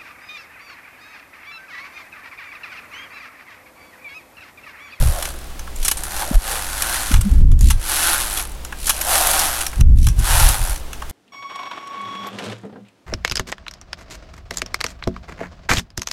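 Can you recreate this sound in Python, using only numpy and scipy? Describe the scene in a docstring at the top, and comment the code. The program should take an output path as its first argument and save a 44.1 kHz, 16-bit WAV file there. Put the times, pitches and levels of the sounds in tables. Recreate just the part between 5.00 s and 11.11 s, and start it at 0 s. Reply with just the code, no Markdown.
"""A knitting machine, close to the microphone in a small room, its carriage pushed to and fro by hand.
The cams flick needle after needle in a bright rasp, the steel beds resound, and the carriage groans where
it binds. At the row ends cams and levers clack, the frame knocks and the carriage scrapes as it eases back.
Low mains hum and room hiss lie behind. Now and then a draught buffets the microphone, and the stronger
gusts make the limiter duck everything."""
import sys
import numpy as np
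from scipy import signal
from scipy.fft import rfft, irfft, next_fast_len
from scipy.io import wavfile
from scipy.ndimage import uniform_filter1d

SR = 44100
rng = np.random.default_rng(int(sys.argv[2]) if len(sys.argv) > 2 else 0)


def to_wav(sig):
    """Store sig (one row per channel, or 1-D mono) as 16-bit WAV at the path in sys.argv[1].

    Samples outside -1..1 are clipped; the rate is SR.
    """
    pcm = np.clip(np.atleast_2d(sig), -1, 1) * 32767
    pcm = np.round(pcm).astype(np.int16)
    wavfile.write(sys.argv[1], SR, pcm.T)  # frames by channels


N = 269522
T = np.arange(N) / SR

# Spectral shapes: f/Hz, relative level/dB
RASP_SPECTRUM = [(1200, -15), (2000, -5.5), (2500, -4.5), (3300, -2.5), (4450, -2.5), (5000, -5),
                 (5900, -3.5), (6800, -4.5), (8200, -2), (9700, -1.5), (10800, 0), (12000, -2.5),
                 (13500, -14), (16000, -20)]  # steel on steel
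SIZZLE_SPECTRUM = [(7000, -9), (11000, -5), (12600, -5), (14000, -6), (16000, -31)]  # the fine top of the rasp
CLICK_SPECTRUM = [(3000, -6.5), (5000, 0.5), (7200, 4.5), (9000, 4), (11000, 5.5), (13000, 1), (16000, -15)]  # a sharp steel contact
SWIRL_SPECTRUM = [(10, -10.5), (22, 14), (45, 12), (70, -3), (100, -4.5), (140, -13), (250, -48.5),
                  (600, -85.5)]  # slow air on the microphone
EDDY_SPECTRUM = [(30, -43.5), (65, 11), (95, -4.5), (130, -10.5), (200, -32.5), (500, -80)]  # quicker eddies
FLUTTER_SPECTRUM = [(60, -13.5), (120, 2), (170, 0.5), (250, -7.5), (400, -21.5), (800, -43.5),
                    (2500, -123)]  # light flutter of the air
HISS_SPECTRUM = [(30, 34.5), (80, 12), (170, -3), (300, 10), (450, 7.5), (800, 7), (1500, 2), (3000, -0.5),
                 (6000, -5), (11000, -6.5), (16000, -13)]  # room tone

# Resonances: f/Hz, width/Hz, relative level/dB
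PLATE_MODES = [(2350, 350, 2), (2924, 163, 5.5), (3370, 145, 5), (4090, 79, 2), (4960, 86, -3),
               (5600, 90, 2), (6080, 50, 3), (6850, 380, -6)]  # steel carriage plate
LATCH_MODES = [(4460, 500, -2), (6300, 800, -26), (9240, 630, -10), (10460, 1060, 16), (12500, 1000, -2)]  # needle latches
BED_MODES = [(583, 80, 0.5), (732, 126, 2.5), (897, 320, -0.5)]  # boom of the needle beds
SHELL_MODES = [(1046, 216, -4.5), (1364, 235, 5), (1540, 465, 6.5), (1690, 860, -3)]  # plastic shell
RAIL_MODES = [(335, 26, 0)]  # rails
FRAME_MODES = [(840, 76, -2.5), (1129, 71, 0.5), (1320, 130, -1.5), (1660, 225, -1.5), (2750, 430, -15.5)]  # frame
STEEL_MODES = [(709, 8, 0), (1596, 17, 4), (2590, 17, 1), (6000, 11, 1), (6140, 100, -10.5), (7700, 22, -4),
               (9700, 16, 5.5), (11040, 99, 5.5)]  # long, thin ring of the beds

# How hard the hand pushes, one curve a pass: t/s, level/dB
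PUSH_CURVES = [
    [(0, -33), (.15, -34.5), (.27, -34), (.36, -46.5), (.52, -52.5)],
    [(.96, -40), (1.08, -36), (1.21, -27.5), (1.29, -36), (1.52, -26), (1.65, -32), (1.97, -24.5),
     (2.05, -29), (2.16, -27), (2.21, -43), (2.41, -46)],
    [(2.79, -41), (2.9, -23.5), (3.09, -19.5), (3.29, -29.5), (3.41, -28.5), (3.46, -42), (3.56, -54)],
    [(3.94, -37), (4.03, -32.5), (4.13, -19.5), (4.24, -22), (4.44, -21), (4.53, -27), (4.62, -27),
     (4.72, -44), (4.82, -45)],
    [(5.16, -43), (5.28, -22), (5.4, -19), (5.49, -22.5), (5.6, -32.5), (5.72, -32), (5.82, -51.5)],
]
# Carriage passes: start and end place (0 left, 1 right); bed, shell, sizzle and latch level/dB
# against the push; f/Hz of the gliding bed resonance at mid-bed
CARRIAGE_PASSES = [(0.012, 0.76, -8, -5, -11, -9.5, 603), (0.18, 0.71, -11, -5, -15, -13.5, 790),
                   (0.67, 0.3, -13.5, -7.5, -18, -4, 830), (0.3, 0.92, -6, -6.5, -7, -5.5, 718),
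                   (0.74, 0.24, -8.5, -6.5, -10, -6, 842)]
# Gusts on the microphone: t/s at full strength, hold/s, swirl level/dB, eddy level/dB against the swirl
AIR_GUSTS = [(0, 0.024, -10, -6), (0.061, 0.043, -12, -30), (2.146, 0.048, -6, -5.5),
             (2.326, 0.057, -6, -1.5), (2.409, 0.15, 3, -5.5), (2.611, 0.079, -0.5, -5),
             (2.732, 0.0084, -5, -19), (4.818, 0.21, 6, -6.5), (5.006, .09, -1.5, -4.5),
             (5.186, 0.025, -8, -9), (5.307, 0.2, -14, -11.5), (5.442, 0.0092, -4, -22),
             (5.61, 0.027, -14.5, -30), (5.7, 0.016, -15, -31)]
# Short dull bumps of air: centre t/s, f/Hz, level/dB, half length/s
AIR_BUMPS = [(0.816, 21.7, -12.5, 0.033), (1.315, 216, -11, 0.0032), (1.37, 32.4, 8.5, 0.015),
             (2.115, 237, -14, 0.0037), (2.157, 32.5, 2.5, 0.011), (2.27, 200, -12, .017)]
# Where the carriage binds: centre t/s, half length/s, level/dB, f/Hz
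BINDING_GROANS = [(0.17, 0.045, -32.5, 660), (1.231, 0.017, -26, 860), (1.317, 0.055, -32, 636),
                  (1.51, 0.085, -37.5, 517), (3.113, 0.077, -27.5, 1500), (4.14, 0.088, -32, 750),
                  (5.356, 0.056, -30.5, 950)]
# Blows of cams and levers: t/s, click level/dB, clank level/dB, ring f/Hz, chatter length/s
LEVER_CLACKS = [(0.2232, -22, -24, 10700, 0.007), (.252, -21, -19.5, 9900, 0.0057),
                (.5923, -26.5, -27.5, 6170, .004), (.7588, -26.5, -54, 7200, 0.005),
                (0.8471, -16, -29, 8850, 0.0099), (.856, -23, -28, 10400, 0.013),
                (0.88, -9.5, -19.5, 10400, 0.0081), (0.9121, -11.5, -20, 11300, 0.009),
                (0.9708, -11, -21, 8800, 0.0013), (1.035, -10.5, -22, 9900, 0.0018),
                (1.3422, -25, -28, 12200, 0.0036), (1.8201, -8.5, -18.5, 9460, 0.0043),
                (2.139, -15.5, -10.5, 7950, 0.0029), (2.159, -33, -21.5, 8000, 0.0075),
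                (2.2086, -19.5, -29.5, 8200, 0.0099), (2.5154, -23, -24.5, 6800, 0.0036),
                (2.59, -18.5, -34, 6800, 0.0033), (2.6084, -9, -26, 6900, 0.0032),
                (2.701, -10, -12, 10000, 0.012), (3.3715, -15.5, -19, 10400, 0.0047),
                (3.3967, -21, -17, 11000, 0.0029), (3.6477, -24, -25.5, 7080, 0.0036),
                (3.867, -14, -29, 10200, 0.0072), (3.875, -19.5, -25, 9100, 0.012),
                (3.8925, -9.5, -15, 9900, 0.0098), (3.9043, -8.5, -12, 10000, 0.0031),
                (3.964, -24, -28, 9100, 0.0049), (4.0103, -17.5, -24.5, 11800, 0.01),
                (4.2696, -7, -22, 12200, 0.0036), (4.3116, -8, -27, 10700, 0.0037),
                (4.392, -13, -37, 5450, 0.007), (4.6078, -18, -21, 9400, 0.006),
                (4.664, -13.5, -21, 5500, 0.0052), (4.807, -22, -21.5, 5900, 0.0061),
                (5.0673, -6, -9.5, 11000, 0.0052), (5.0848, -9, -15, 5660, 0.0038),
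                (5.1882, -24.5, -41, 10500, 0.0081), (5.4866, -9, -33, 10900, 0.0058),
                (5.7593, -26, -27, 6100, 0.0031), (5.93, -24, -22.5, 6100, 0.003),
                (6.0958, -20.5, -29, 11400, 0.002)]
# Dull knocks of the frame at the row ends: t/s, level/dB
FRAME_KNOCKS = [(.6728, -30), (3.7222, -22), (4.729, -24.5), (6.0182, -23)]
# The carriage eased back before a pass: centre t/s, half length/s, level/dB, squeak f/Hz
EASING_SCRAPES = [(0.87, 0.077, -30.5, 5570), (2.677, 0.049, -21.5, 7200), (3.886, .08, -28, 10800),
                  (5.034, 0.06, -23.5, 5800)]

FIRM_PUSH_DB = -21  # reference push for carriage speed and latch level


def from_db(db):
    """Decibels to gain."""
    return 10 ** (np.asarray(db) / 20)


def unit_power(x):
    """Scale to a mean square of one."""
    return x / np.sqrt(np.mean(x ** 2) + 1e-20)


def evened(x, span_s):
    """Unit power over every stretch of this length; finer grain stays."""
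    return x / np.sqrt(np.abs(uniform_filter1d(x ** 2, max(int(span_s * SR), 8))) + 1e-12)


def in_time(rows):
    """Each column of a curve at every sample."""
    times, *columns = np.transpose(rows)
    return [np.interp(T, times, column) for column in columns]


def swell(centre_s, half_s):
    """A bell-shaped rise and fall."""
    return np.exp(-((T - centre_s) / half_s) ** 2)


def coloured(x, spectrum):
    """Causal (minimum-phase) filter with this spectrum; white noise keeps its power."""
    size = 2 * next_fast_len(N // 2 + SR // 4)
    hz, db = np.transpose(spectrum)
    bin_hz = np.arange(size // 2 + 1) * SR / size
    gain = unit_power(from_db(np.interp(np.log(bin_hz + 1), np.log(hz), db)))
    cepstrum = irfft(np.log(gain))
    cepstrum[1:size // 2] *= 2
    cepstrum[size // 2 + 1:] = 0
    return irfft(rfft(x, size) * np.exp(rfft(cepstrum)))[:N]


def resonate(x, modes):
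    """Parallel resonances with steep outer skirts; white noise keeps its power."""
    pulse, response = signal.unit_impulse(SR // 8), 0
    for k, (hz, width, db) in enumerate(modes):
        radius = np.exp(-np.pi * width / SR)
        feedback = [1, -2 * radius * np.cos(2 * np.pi * hz / SR), radius * radius]
        ring = signal.lfilter([1 - radius, 0, radius - 1], feedback, pulse)
        response = response + (-1) ** k * from_db(db) * ring
    band_hz = [modes[0][0] / 2, min(modes[-1][0] * 2, SR / 2 - 1000)]
    response = signal.sosfilt(signal.butter(2, band_hz, "band", fs=SR, output="sos"), response)
    return signal.fftconvolve(x, response / np.linalg.norm(response))[:N]


def tuned(x, hz, width_hz):
    """One resonance whose centre may glide; white noise keeps its power."""
    carrier = np.exp(2j * np.pi * np.cumsum(hz * np.ones(len(x))) / SR)
    narrow = signal.sosfilt(signal.butter(2, width_hz / 2, fs=SR, output="sos"), x / carrier)
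    return np.real(carrier * narrow) * np.sqrt(2 * SR / width_hz)


def uneven(spread_db):
    """A random gain at every sample."""
    return from_db(spread_db * np.clip(rng.standard_normal(N), -2, 2))


def grit():
    """Countless tiny contacts of uneven size."""
    return unit_power(rng.standard_normal(N) * uneven(spread_db=3))


def touch_power(cycle, t60, spread_db, lag=0):
    """One touch a cycle, each with its own strength, dying quickly; mean power about 1."""
    touches = np.diff(np.floor(cycle - lag), prepend=np.floor(cycle[0] - lag)) > 0
    decay = from_db(-60 / (t60 * SR)) ** 2
    power = signal.lfilter([1], [1, -decay], touches * uneven(spread_db) ** 2 + 1e-12)
    return power / (uniform_filter1d(power, SR // 12) + 1e-9)


def travel(firm_needles_per_s=160, doubling_db=13):
    """The carriage's motion and each pass's colour at every sample; a harder push drives it faster."""
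    push_db, = in_time(np.vstack(PUSH_CURVES))
    speed = firm_needles_per_s * 2 ** ((push_db - FIRM_PUSH_DB) / doubling_db)
    moving, place, colours = np.zeros(N), np.zeros(N), []
    for curve, (start, end, *colour) in zip(PUSH_CURVES, CARRIAGE_PASSES):
        start_s, end_s = curve[0][0], curve[-1][0]
        during = (T >= start_s) & (T <= end_s)
        moving[during] = 1
        place[during] = start + (end - start) * np.cumsum(speed[during]) / np.sum(speed[during])
        colours += [(start_s, *colour), (end_s, *colour)]
    return push_db, speed, place, uniform_filter1d(moving, SR // 30), in_time(colours)


def carriage(bed_fade_db=10.5, sizzle_fade_db=17, latch_fade_db=12.5, bed_rise_hz=100):
    """Needle butts hit the cams, their latches flick shut just after, and the rails rub throughout."""
    push_db, speed, place, moving, (bed_db, shell_db, sizzle_db, latch_db, bed_hz) = travel()
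    # from left to right the bed booms less and rings higher, and sizzle and latches fade
    rightward = place - 0.5
    bed_hz += bed_rise_hz * rightward
    bed_db += push_db - bed_fade_db * rightward
    sizzle_db += push_db - sizzle_fade_db * rightward
    # a latch shuts by its own small weight, so it follows the push only in part
    latch_db += FIRM_PUSH_DB + 0.92 * (push_db - FIRM_PUSH_DB) - latch_fade_db * rightward

    cycle = np.cumsum(speed) / SR
    butts = touch_power(cycle, t60=0.034, spread_db=3)
    latches = touch_power(cycle, t60=0.0059, spread_db=2.5, lag=0.12)
    steel_rub, body_rub = 1.0, 0.71  # steady sliding power against that of the butts
    rasp_envelope = evened(np.sqrt(butts + steel_rub), span_s=0.084)
    # the even spacing of the needles puts a faint gliding buzz into the heavy parts
    buzz = evened(np.diff(np.floor(cycle), prepend=0), span_s=0.1)
    body_drive = evened(np.sqrt(butts + body_rub) * grit(), span_s=0.061)
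    body_drive = evened(body_drive + from_db(-5) * buzz, span_s=0.051)

    steel = from_db(push_db + 0.5) * coloured(rasp_envelope * grit(), RASP_SPECTRUM)
    steel += from_db(push_db - 13) * resonate(rasp_envelope * grit(), PLATE_MODES)
    steel += from_db(sizzle_db + 3) * coloured(rasp_envelope * grit(), SIZZLE_SPECTRUM)
    steel += from_db(latch_db) * resonate(np.sqrt(latches) * grit(), LATCH_MODES)
    # needles catch and tick; they stand out most when the carriage creeps
    ticks = np.sqrt(touch_power(cycle, t60=0.0037, spread_db=0))
    steel += from_db(0.69 * push_db - 19) * coloured(ticks * grit(), CLICK_SPECTRUM)

    body = from_db(bed_db) * resonate(body_drive, BED_MODES)
    body += from_db(bed_db - 2) * tuned(rasp_envelope * grit(), bed_hz, width_hz=170)
    body += from_db(push_db + shell_db + 1) * resonate(body_drive, SHELL_MODES)
    # the rails drone under the carriage's weight, only a little louder for a harder push
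    body += from_db(0.51 * push_db - 35) * resonate(body_drive, RAIL_MODES)
    return moving * (steel + body + groans(rasp_envelope * grit()))


def draught(rise_db_per_s=589, fall_db_per_s=306, calm_swirl_db=-43, calm_flutter_db=-47):
    """Air right on the microphone: gusts of slow swirl, quicker eddies and flutter, and a few bumps."""
    swirl, eddies = np.zeros((2, N))
    for at_s, hold_s, db, eddy_db in AIR_GUSTS:
        before_s, after_s = np.maximum(at_s - T, 0), np.maximum(T - at_s - hold_s, 0)
        gust_db = db - rise_db_per_s * before_s - fall_db_per_s * after_s
        swirl = np.maximum(swirl, from_db(gust_db))
        eddies = np.maximum(eddies, from_db(gust_db + eddy_db))
    swirl = np.hypot(swirl, from_db(calm_swirl_db))
    flutter = np.hypot(eddies * from_db(-14), from_db(calm_flutter_db))
    air = swirl * evened(coloured(rng.standard_normal(N), SWIRL_SPECTRUM), span_s=0.0318)
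    air += eddies * evened(coloured(rng.standard_normal(N), EDDY_SPECTRUM), span_s=0.0272)
    air += flutter * evened(coloured(rng.standard_normal(N), FLUTTER_SPECTRUM), span_s=0.045)
    for at_s, hz, db, half_s in AIR_BUMPS:
        air -= from_db(db) * swell(at_s, half_s) * np.sin(2 * np.pi * hz * (T - at_s))
    return air


def room_tone(hum_hz=60, hum_db=-36.5, hiss_db=-30.5):
    """Mains hum and steady hiss behind the machine."""
    hum = from_db(hum_db) * unit_power(np.sin(2 * np.pi * hum_hz * T))
    return hum + from_db(hiss_db) * coloured(rng.standard_normal(N), HISS_SPECTRUM)


def groans(drive, q=4.2):
    """Where the carriage binds, a part under strain resounds to the needles for a moment."""
    return sum(from_db(db) * swell(at_s, half_s) * tuned(drive, hz, hz / q)
               for at_s, half_s, db, hz in BINDING_GROANS)


def chatter(at_s, length_s, tail_db=-17, tail_t60=0.12, rise_s=0.0016):
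    """One blow on loose parts, a burst and a weak settling rattle: its span and four sets of contacts."""
    span = slice(int(at_s * SR), int(at_s * SR) + SR // 5)
    age = T[span] - T[span][0]
    contacts = rng.standard_normal((4, SR // 5))[:, :len(age)] * (1 - np.exp(-age / rise_s))
    burst = np.exp(-(age / length_s) ** 2)
    rattle = from_db(tail_db - 60 * age / tail_t60)
    return span, contacts * np.hypot(burst, rattle)


def clacks():
    """Each blow of a cam or lever clicks and rings the plate, the frame and the struck part."""
    click, clank, frame, ring = np.zeros((4, N))
    for at_s, click_db, clank_db, hz, length_s in LEVER_CLACKS:
        span, contacts = chatter(at_s, length_s)
        click[span] += from_db(click_db) * contacts[0]
        clank[span] += from_db(clank_db) * contacts[1]
        frame[span] += from_db(clank_db - 2.5) * contacts[2]
        ring[span] += from_db(click_db - 3.5) * tuned(contacts[3], hz, width_hz=520)
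    steel = coloured(click, CLICK_SPECTRUM) + resonate(clank, PLATE_MODES) + ring
    return steel + resonate(frame, FRAME_MODES)


def knocks(plate_db=-11, click_db=-13):
    """A knock at the row end goes mostly into the frame, with little steel in it."""
    blows = np.zeros((4, N))
    for at_s, db in FRAME_KNOCKS:
        span, contacts = chatter(at_s, length_s=0.007)
        blows[:, span] += from_db(db) * contacts
    plate = from_db(plate_db) * resonate(blows[1], PLATE_MODES)
    click = from_db(click_db) * coloured(blows[2], CLICK_SPECTRUM)
    return resonate(blows[0], FRAME_MODES) + plate + click


def scrapes(slips_per_s=70, squeak_db=-6):
    """Steel slips slowly over steel: a short swell of rasp with a thin squeak at its height."""
    slips = np.sqrt(touch_power(T * slips_per_s, t60=0.06, spread_db=2.5))
    rasp = coloured(slips * grit(), RASP_SPECTRUM)
    sound = np.zeros(N)
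    for at_s, half_s, db, hz in EASING_SCRAPES:
        squeak = from_db(squeak_db) * swell(at_s, half_s / 2) * tuned(slips * grit(), hz, width_hz=600)
        sound += from_db(db) * swell(at_s, half_s) * (rasp + squeak)
    return sound


def machine(ring_db=-15):
    """Everything that happens on the beds also sets their steel ringing."""
    sound = carriage() + scrapes() + clacks() + knocks()
    return sound + from_db(ring_db) * resonate(sound, STEEL_MODES)


def small_room(x, t60=0.1, wet_db=-14, first_echo_s=0.00302, wall_hz=7000):
    """Near walls send a short, slightly dull tail back to the microphone."""
    age = T[:SR // 2]
    tail = rng.standard_normal(len(age)) * from_db(-60 * age / t60) * (age > first_echo_s)
    tail = signal.sosfilt(signal.butter(1, wall_hz, fs=SR, output="sos"), tail / np.linalg.norm(tail))
    return x + from_db(wet_db) * signal.fftconvolve(x, tail)[:N]


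def limiter(x, ceiling_db=-3.5, recovery_db_per_s=82):
    """The recorder ducks everything at once under a strong gust and recovers at a steady rate."""
    window = SR // 200
    level_db = 10 * np.log10(np.abs(uniform_filter1d(x ** 2, window)) + 1e-12)
    excess_db = np.maximum(level_db - ceiling_db, 0)
    recovery_db = recovery_db_per_s * T
    cut_db = np.maximum.accumulate(excess_db + recovery_db, axis=-1) - recovery_db
    return x * from_db(-uniform_filter1d(uniform_filter1d(cut_db, window), window))


def scene():
    """One microphone: the machine close by, the air on the capsule, the room behind."""
    return (small_room(machine()) + draught() + room_tone())[None]


def record(dry):
    """At the recorder the limiter acts, full scale bounds the peaks and the top is cut at 16 kHz."""
    lowpass = signal.ellip(10, 0.1, 80, 16000, fs=SR, output="sos")
    return signal.sosfilt(lowpass, np.clip(limiter(dry), -1, 1))


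dry = scene()
out = record(dry)
to_wav(out)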